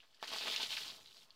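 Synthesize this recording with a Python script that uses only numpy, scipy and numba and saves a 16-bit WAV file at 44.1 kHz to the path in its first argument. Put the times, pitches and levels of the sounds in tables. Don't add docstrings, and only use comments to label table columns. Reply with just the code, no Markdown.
import sys
import numpy as np
from scipy import signal
from scipy.fft import rfft, irfft
from scipy.io import wavfile
from scipy.ndimage import uniform_filter1d
from numba import njit

SR = 44100
rng = np.random.default_rng(int(sys.argv[2]) if len(sys.argv) > 2 else 0)


def magnitude_from_level(level_db):
    exponent = np.asarray(level_db, float) / 20
    return 10 ** exponent


def wrap_up_sound(samples):
    columns = np.atleast_2d(samples).T
    tamed = np.clip(columns, -1, 1)
    steps = np.round(tamed * 32767).astype(np.int16)
    wavfile.write(sys.argv[1], SR, steps)


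N = 59535
TIME_S = np.arange(N) / SR
GLIDE_PER_CYCLE = 0.048
RISE_SHARE = 0.42


def level(x, rms_db):
    return x * magnitude_from_level(rms_db) / np.sqrt(np.mean(x ** 2))


def walk(rate_hz):
    k = int(SR / rate_hz)
    steps = np.repeat(rng.standard_normal(N // k + 1), k)
    return 1.3 * uniform_filter1d(uniform_filter1d(steps, k), k)[:N]


def butter(x, order, hz, kind="low"):
    return signal.sosfilt(signal.butter(order, hz, kind, fs=SR, output="sos"), x)


def air():
    base_db, tilt, swell_db = -69, 1, 2
    f_hz = np.maximum(np.fft.rfftfreq(N, 1 / SR), 25)
    murk = irfft(rfft(rng.standard_normal(N)) * f_hz ** (-tilt / 2), N)
    return magnitude_from_level(swell_db * walk(5.7)) * level(murk, base_db)


# t/s, level/dB
RUNOFF_LEVEL = [(0, -60.5), (.2, -65), (.5, -50), (.88, -48.5), (1.02, -52), (1.35, -59)]


def runoff():
    cutoff_hz, waver_db = 190, 1.2
    t_s, level_db = np.array(RUNOFF_LEVEL).T
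    low = butter(rng.standard_normal(N), 2, cutoff_hz)
    return level(low, 0) * magnitude_from_level(np.interp(TIME_S, t_s, level_db) + waver_db * walk(24.9))


def yard(x):
    echo_s, echo_db, echo_top_hz = .0046, -9.5, 5400
    tail_db, t60_s = -15, .2
    lag = int(round(echo_s * SR))
    echo = butter(np.pad(x, (lag, 0))[:N], 1, echo_top_hz)
    t_s = np.arange(SR // 4) / SR
    tail = rng.standard_normal(len(t_s)) * magnitude_from_level(-60 * t_s / t60_s) * (t_s > echo_s)
    tail = tail / np.sqrt(np.sum(tail ** 2))
    return x + magnitude_from_level(echo_db) * echo + magnitude_from_level(tail_db) * signal.fftconvolve(x, tail)[:N]


@njit
def plops(start_s, hz, cycles, size, glide, rise):
    out = np.zeros(N)
    for k in range(len(start_s)):
        i, phase, f, a = int(start_s[k] * SR), 0., hz[k] / SR, size[k]
        while a > .003 * size[k] and i < N and f < .45:
            swell = 1 - np.exp(-(phase / (rise * cycles[k])) ** 2)
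            out[i] += a * swell * np.sin(2 * np.pi * phase)
            phase += f
            a *= np.exp(-f / cycles[k])
            f *= 1 + glide * f
            i += 1
    return out


# t/s, level/dB, f/Hz, decay/cycles
BUBBLE_RINGS = [(.028, -54, 1570, 17), (.142, -57, 1700, 14), (.196, -55, 1860, 11), (0.209, -51, 1730, 14),
                (.597, -34, 880, 5.9), (.606, -33, 980, 3.3), (1.0825, -53, 3900, 18),
                (1.177, -55, 3970, 30), (1.209, -54, 3600, 17), (1.222, -59, 3330, 17)]


def bubbles():
    t_s, level_db, hz, cycles = np.array(BUBBLE_RINGS, float).T
    return plops(t_s, hz, cycles, magnitude_from_level(level_db), 0.0025, 0.071)


# t/s, level/dB, f/Hz
SHEET_THUDS = [(0.227, -31, 306), (.343, -32.5, 210), (.472, -21.5, 218), (.632, -21, 246),
               (0.849, -29.5, 79)]


def thuds():
    t_s, level_db, hz = np.array(SHEET_THUDS, float).T
    return plops(t_s, hz, np.full(len(t_s), 0.48), magnitude_from_level(level_db), GLIDE_PER_CYCLE, 0.63)


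# t/s, level/dB, f/Hz, spatter re slap/dB
SLAP_HITS = [(0.0029, -39.5, 2440, -11.5), (0.0328, -39.5, 1670, -15.5), (0.146, -43, 4430, -15),
             (0.2075, -45, 4960, -17), (0.218, -38, 4170, -8), (0.2276, -31, 3360, -25),
             (0.2274, -10.5, 797, -21.5), (0.2374, -19, 1520, -9.5), (0.2434, -26.5, 4200, -13),
             (0.253, -25.5, 1670, -12), (0.2746, -25, 5080, -6), (0.2916, -30, 4270, -23),
             (0.318, -18, 820, -26), (0.327, -19.5, 905, -19), (0.335, -19.5, 1010, -7.5),
             (0.3353, -20.5, 4500, -19), (0.361, -21, 900, -10.5), (0.385, -18.5, 4200, -12.5),
             (0.4099, -21, 910, -10), (0.4607, -21, 920, -17), (0.4618, -26.5, 2900, -12),
             (0.4654, -25, 2600, -15), (0.4712, -15, 1860, -22), (0.4726, -22.5, 4060, -13),
             (0.4724, -15.5, 635, -20), (0.4768, -19, 1320, -16), (0.4811, -17.5, 2360, -19),
             (0.512, -19, 2940, -21), (0.5226, -22, 4130, -8), (0.5623, -13, 5530, -18.5),
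             (0.5621, -15.5, 2600, -8.5), (0.578, -26, 3950, -10), (0.6138, -27, 4150, -14),
             (0.622, -25, 4600, -12), (0.6307, -19.5, 4200, -10), (0.6345, -26, 4600, -16),
             (0.662, -24, 3670, -9.5), (0.6977, -27, 3760, -17), (0.706, -24.5, 3000, -8),
             (0.728, -20, 2640, -15), (0.7677, -19.5, 3780, -17), (0.7711, -14.5, 2160, -17),
             (0.7765, -23, 1480, -14), (0.78, -23, 4500, -14), (0.783, -20.5, 1510, -19),
             (0.788, -24, 4040, -15), (0.834, -27, 3750, -12), (0.88, -24.5, 4300, -9),
             (0.9014, -29.5, 3500, -6.5), (0.962, -33, 4480, -22), (0.9918, -32.5, 567, -19),
             (1.059, -39, 4080, -7), (1.0733, -37.5, 3900, -11), (1.1107, -39, 3900, -23),
             (1.118, -39.5, 2520, -22), (1.1276, -41, 3500, -15), (1.1456, -42, 4040, -7),
             (1.153, -47, 4200, -10), (1.1685, -37.5, 4430, -9), (1.189, -43, 4100, -12),
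             (1.2197, -41, 2520, -14), (1.231, -48, 4560, -13), (1.239, -50, 4260, -21),
             (1.2542, -54, 4170, -20), (1.3056, -37, 4000, -13)]


def slaps():
    crack_db, ring_cycles_at_3900_hz = -6, 2.0
    droplets, spatter_s, rough_db = 20, .007, 3.0
    scatter_octaves, spatter_cycles_at_2800_hz = 0.43, 1.14
    cycles_power = 0.87

    t_s, level_db, hz, spatter_db = np.array(SLAP_HITS, float).T[:, :, None]
    crack = np.zeros(N)
    crack[(t_s * SR).astype(int)] = magnitude_from_level(level_db + crack_db)
    ring_cycles = ring_cycles_at_3900_hz * (hz.ravel() / 3900) ** cycles_power
    ring = plops(t_s.ravel(), hz.ravel(), ring_cycles, magnitude_from_level(level_db).ravel(), GLIDE_PER_CYCLE, RISE_SHARE)

    shape = len(t_s), droplets
    late_s = -spatter_s * np.log(1 - rng.random(shape))
    rough = magnitude_from_level(level_db + spatter_db + rough_db * rng.standard_normal(shape))
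    size = rough * np.exp(-late_s / spatter_s / 2)
    drop_hz = np.clip(hz * 2 ** (scatter_octaves * rng.standard_normal(shape)), 200, 15000).ravel()
    drop_cycles = spatter_cycles_at_2800_hz * (drop_hz / 2800) ** cycles_power
    spatter = plops((t_s + late_s).ravel(), drop_hz, drop_cycles, size.ravel(), GLIDE_PER_CYCLE, RISE_SHARE)
    return ring + crack + spatter


def patter(per_s, low_hz, high_hz, cycle_scale, spread_db, bend, share=np.ones(N)):
    biggest_db = 7
    when, pitch, bulk, decay = rng.random((int(4000 * N / SR), 4)).T
    rank = np.linspace(0, 1, len(when))
    on = np.clip(per_s * share[(when * N).astype(int)] / 40 - 100 * rank, 0, 1)
    hz = low_hz + (high_hz - low_hz) * pitch ** bend
    size = on * magnitude_from_level(biggest_db * np.tanh(-spread_db * np.log(1 - bulk) / biggest_db))
    cycles = cycle_scale * (0.47 + decay) / 2
    rings = plops(when * N / SR, hz, cycles, size, GLIDE_PER_CYCLE, RISE_SHARE)
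    return level(rings / np.sqrt(share), 0)


# t/s, flow level/dB, big low lumps re flow/dB, fine mist re flow/dB
WATER_FLOW = [(0, -67.5, -12, -10), (.05, -74.5, 5.5, 1), (.13, -74.5, -2, 2.5), (.15, -70.5, -7.5, 5),
              (.19, -74, 3.5, -7), (0.224, -65, -3.5, 8), (0.227, -49.5, 0.5, 0), (0.266, -58.5, 4, 6),
              (0.281, -48, -4.5, 4), (.31, -49.5, -0.5, -2), (0.332, -43, -4, -0.5), (.4, -45.5, -7, -1),
              (0.473, -43, -1.5, -4), (0.531, -41.5, -10.5, -2.5), (0.598, -45.5, -6, -2.5),
              (.63, -39.5, -10, -5.5), (.68, -48.5, -7, 2.5), (.735, -44, -11, 2), (.76, -46, -11, 3.5),
              (.82, -48, -8.5, 0.5), (.9, -52.5, -3.5, 3.5), (0.969, -61, -4, 7.5), (1.049, -68, -2, 7.5),
              (1.14, -70.5, 1, 11), (1.18, -67.5, -0.5, 8), (1.24, -69.5, -2, 8.5), (1.27, -84, 11, 13.5),
              (1.35, -77, 4.5, 9.5)]


def pour():
    full_flow_db, thinnest = -58, .35
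    drop_db, lump_db, spray_db, mist_db, tick_db = 3.5, 8.5, 3, 5.5, -1.5
    spray_flicker_db, patchy_db, mist_patchy_db = 1.5, 1.1, 1.27
    mist_low_cut_hz = 6320

    table = np.array(WATER_FLOW)
    flow_db, lump_share_db, mist_share_db = [np.interp(TIME_S, table[:, 0], col) for col in table[:, 1:].T]
    share = np.clip(magnitude_from_level(flow_db - full_flow_db), thinnest, 1)

    drops = magnitude_from_level(drop_db) * patter(3900, 1700, 13350, 2.8, 1.8, 1.026, share)
    lumps = magnitude_from_level(lump_db + lump_share_db) * patter(624, 256, 1700, 1.33, 1, 1.243)
    spray = magnitude_from_level(spray_db + spray_flicker_db * walk(150)) * np.sqrt(share) * rng.standard_normal(N)
    body = magnitude_from_level(patchy_db * walk(40)) * (drops + lumps + spray)

    ticks = patter(794, 5300, 13800, 1.06, 7.7, 1.22)
    mist = butter(rng.standard_normal(N) + magnitude_from_level(tick_db) * ticks, 2, mist_low_cut_hz, "high")
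    mist = mist * magnitude_from_level(mist_patchy_db * walk(39.33))
    return magnitude_from_level(flow_db) * (body + magnitude_from_level(mist_db + mist_share_db) * mist)


def scene():
    mono = yard(pour() + slaps() + thuds() + bubbles()) + runoff() + air()
    return np.array([mono, mono])


# f/Hz, gain/dB
MIC_RESPONSE = [(20, -46), (70, -28), (300, -20.5), (1000, -10.5), (2000, -9.5), (3150, 0.5), (4540, -0.5),
                (6210, -12), (9000, -20), (15500, -24)]


def microphone(x):
    hz, gain_db = np.array(MIC_RESPONSE).T
    grid_hz = np.linspace(1, SR / 2, 2049)
    log_gain = np.interp(np.log(grid_hz), np.log(hz), gain_db) * np.log(10) / 20
    cepstrum = irfft(log_gain)
    cepstrum[1:2048] *= 2
    cepstrum[2049:] = 0
    taps = irfft(np.exp(rfft(cepstrum)))[:2048]
    return signal.fftconvolve(x, taps[None])[:, :N]


def channel_noise(x):
    steady_db, following_db, rumble_re_hiss_db = -82.5, -35, -10
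    hiss, white = rng.standard_normal((2, 2, N))
    rumble = butter(white, 1, [50, 387], "band")
    loudness = uniform_filter1d(np.abs(x[0]), size=4000)
    return (magnitude_from_level(steady_db) + magnitude_from_level(following_db) * loudness) * (hiss + level(rumble, rumble_re_hiss_db))


def low_pass(x):
    return signal.sosfilt(signal.butter(12, 15780, fs=SR, output="sos"), x)


def record(dry):
    x = microphone(dry)
    x = x + channel_noise(x)
    x = signal.sosfilt(signal.ellip(8, .2, 60, 15700, fs=SR, output="sos"), x)
    mix = x - .0003
    return low_pass(mix)


dry = scene()
out = record(dry)
wrap_up_sound(out)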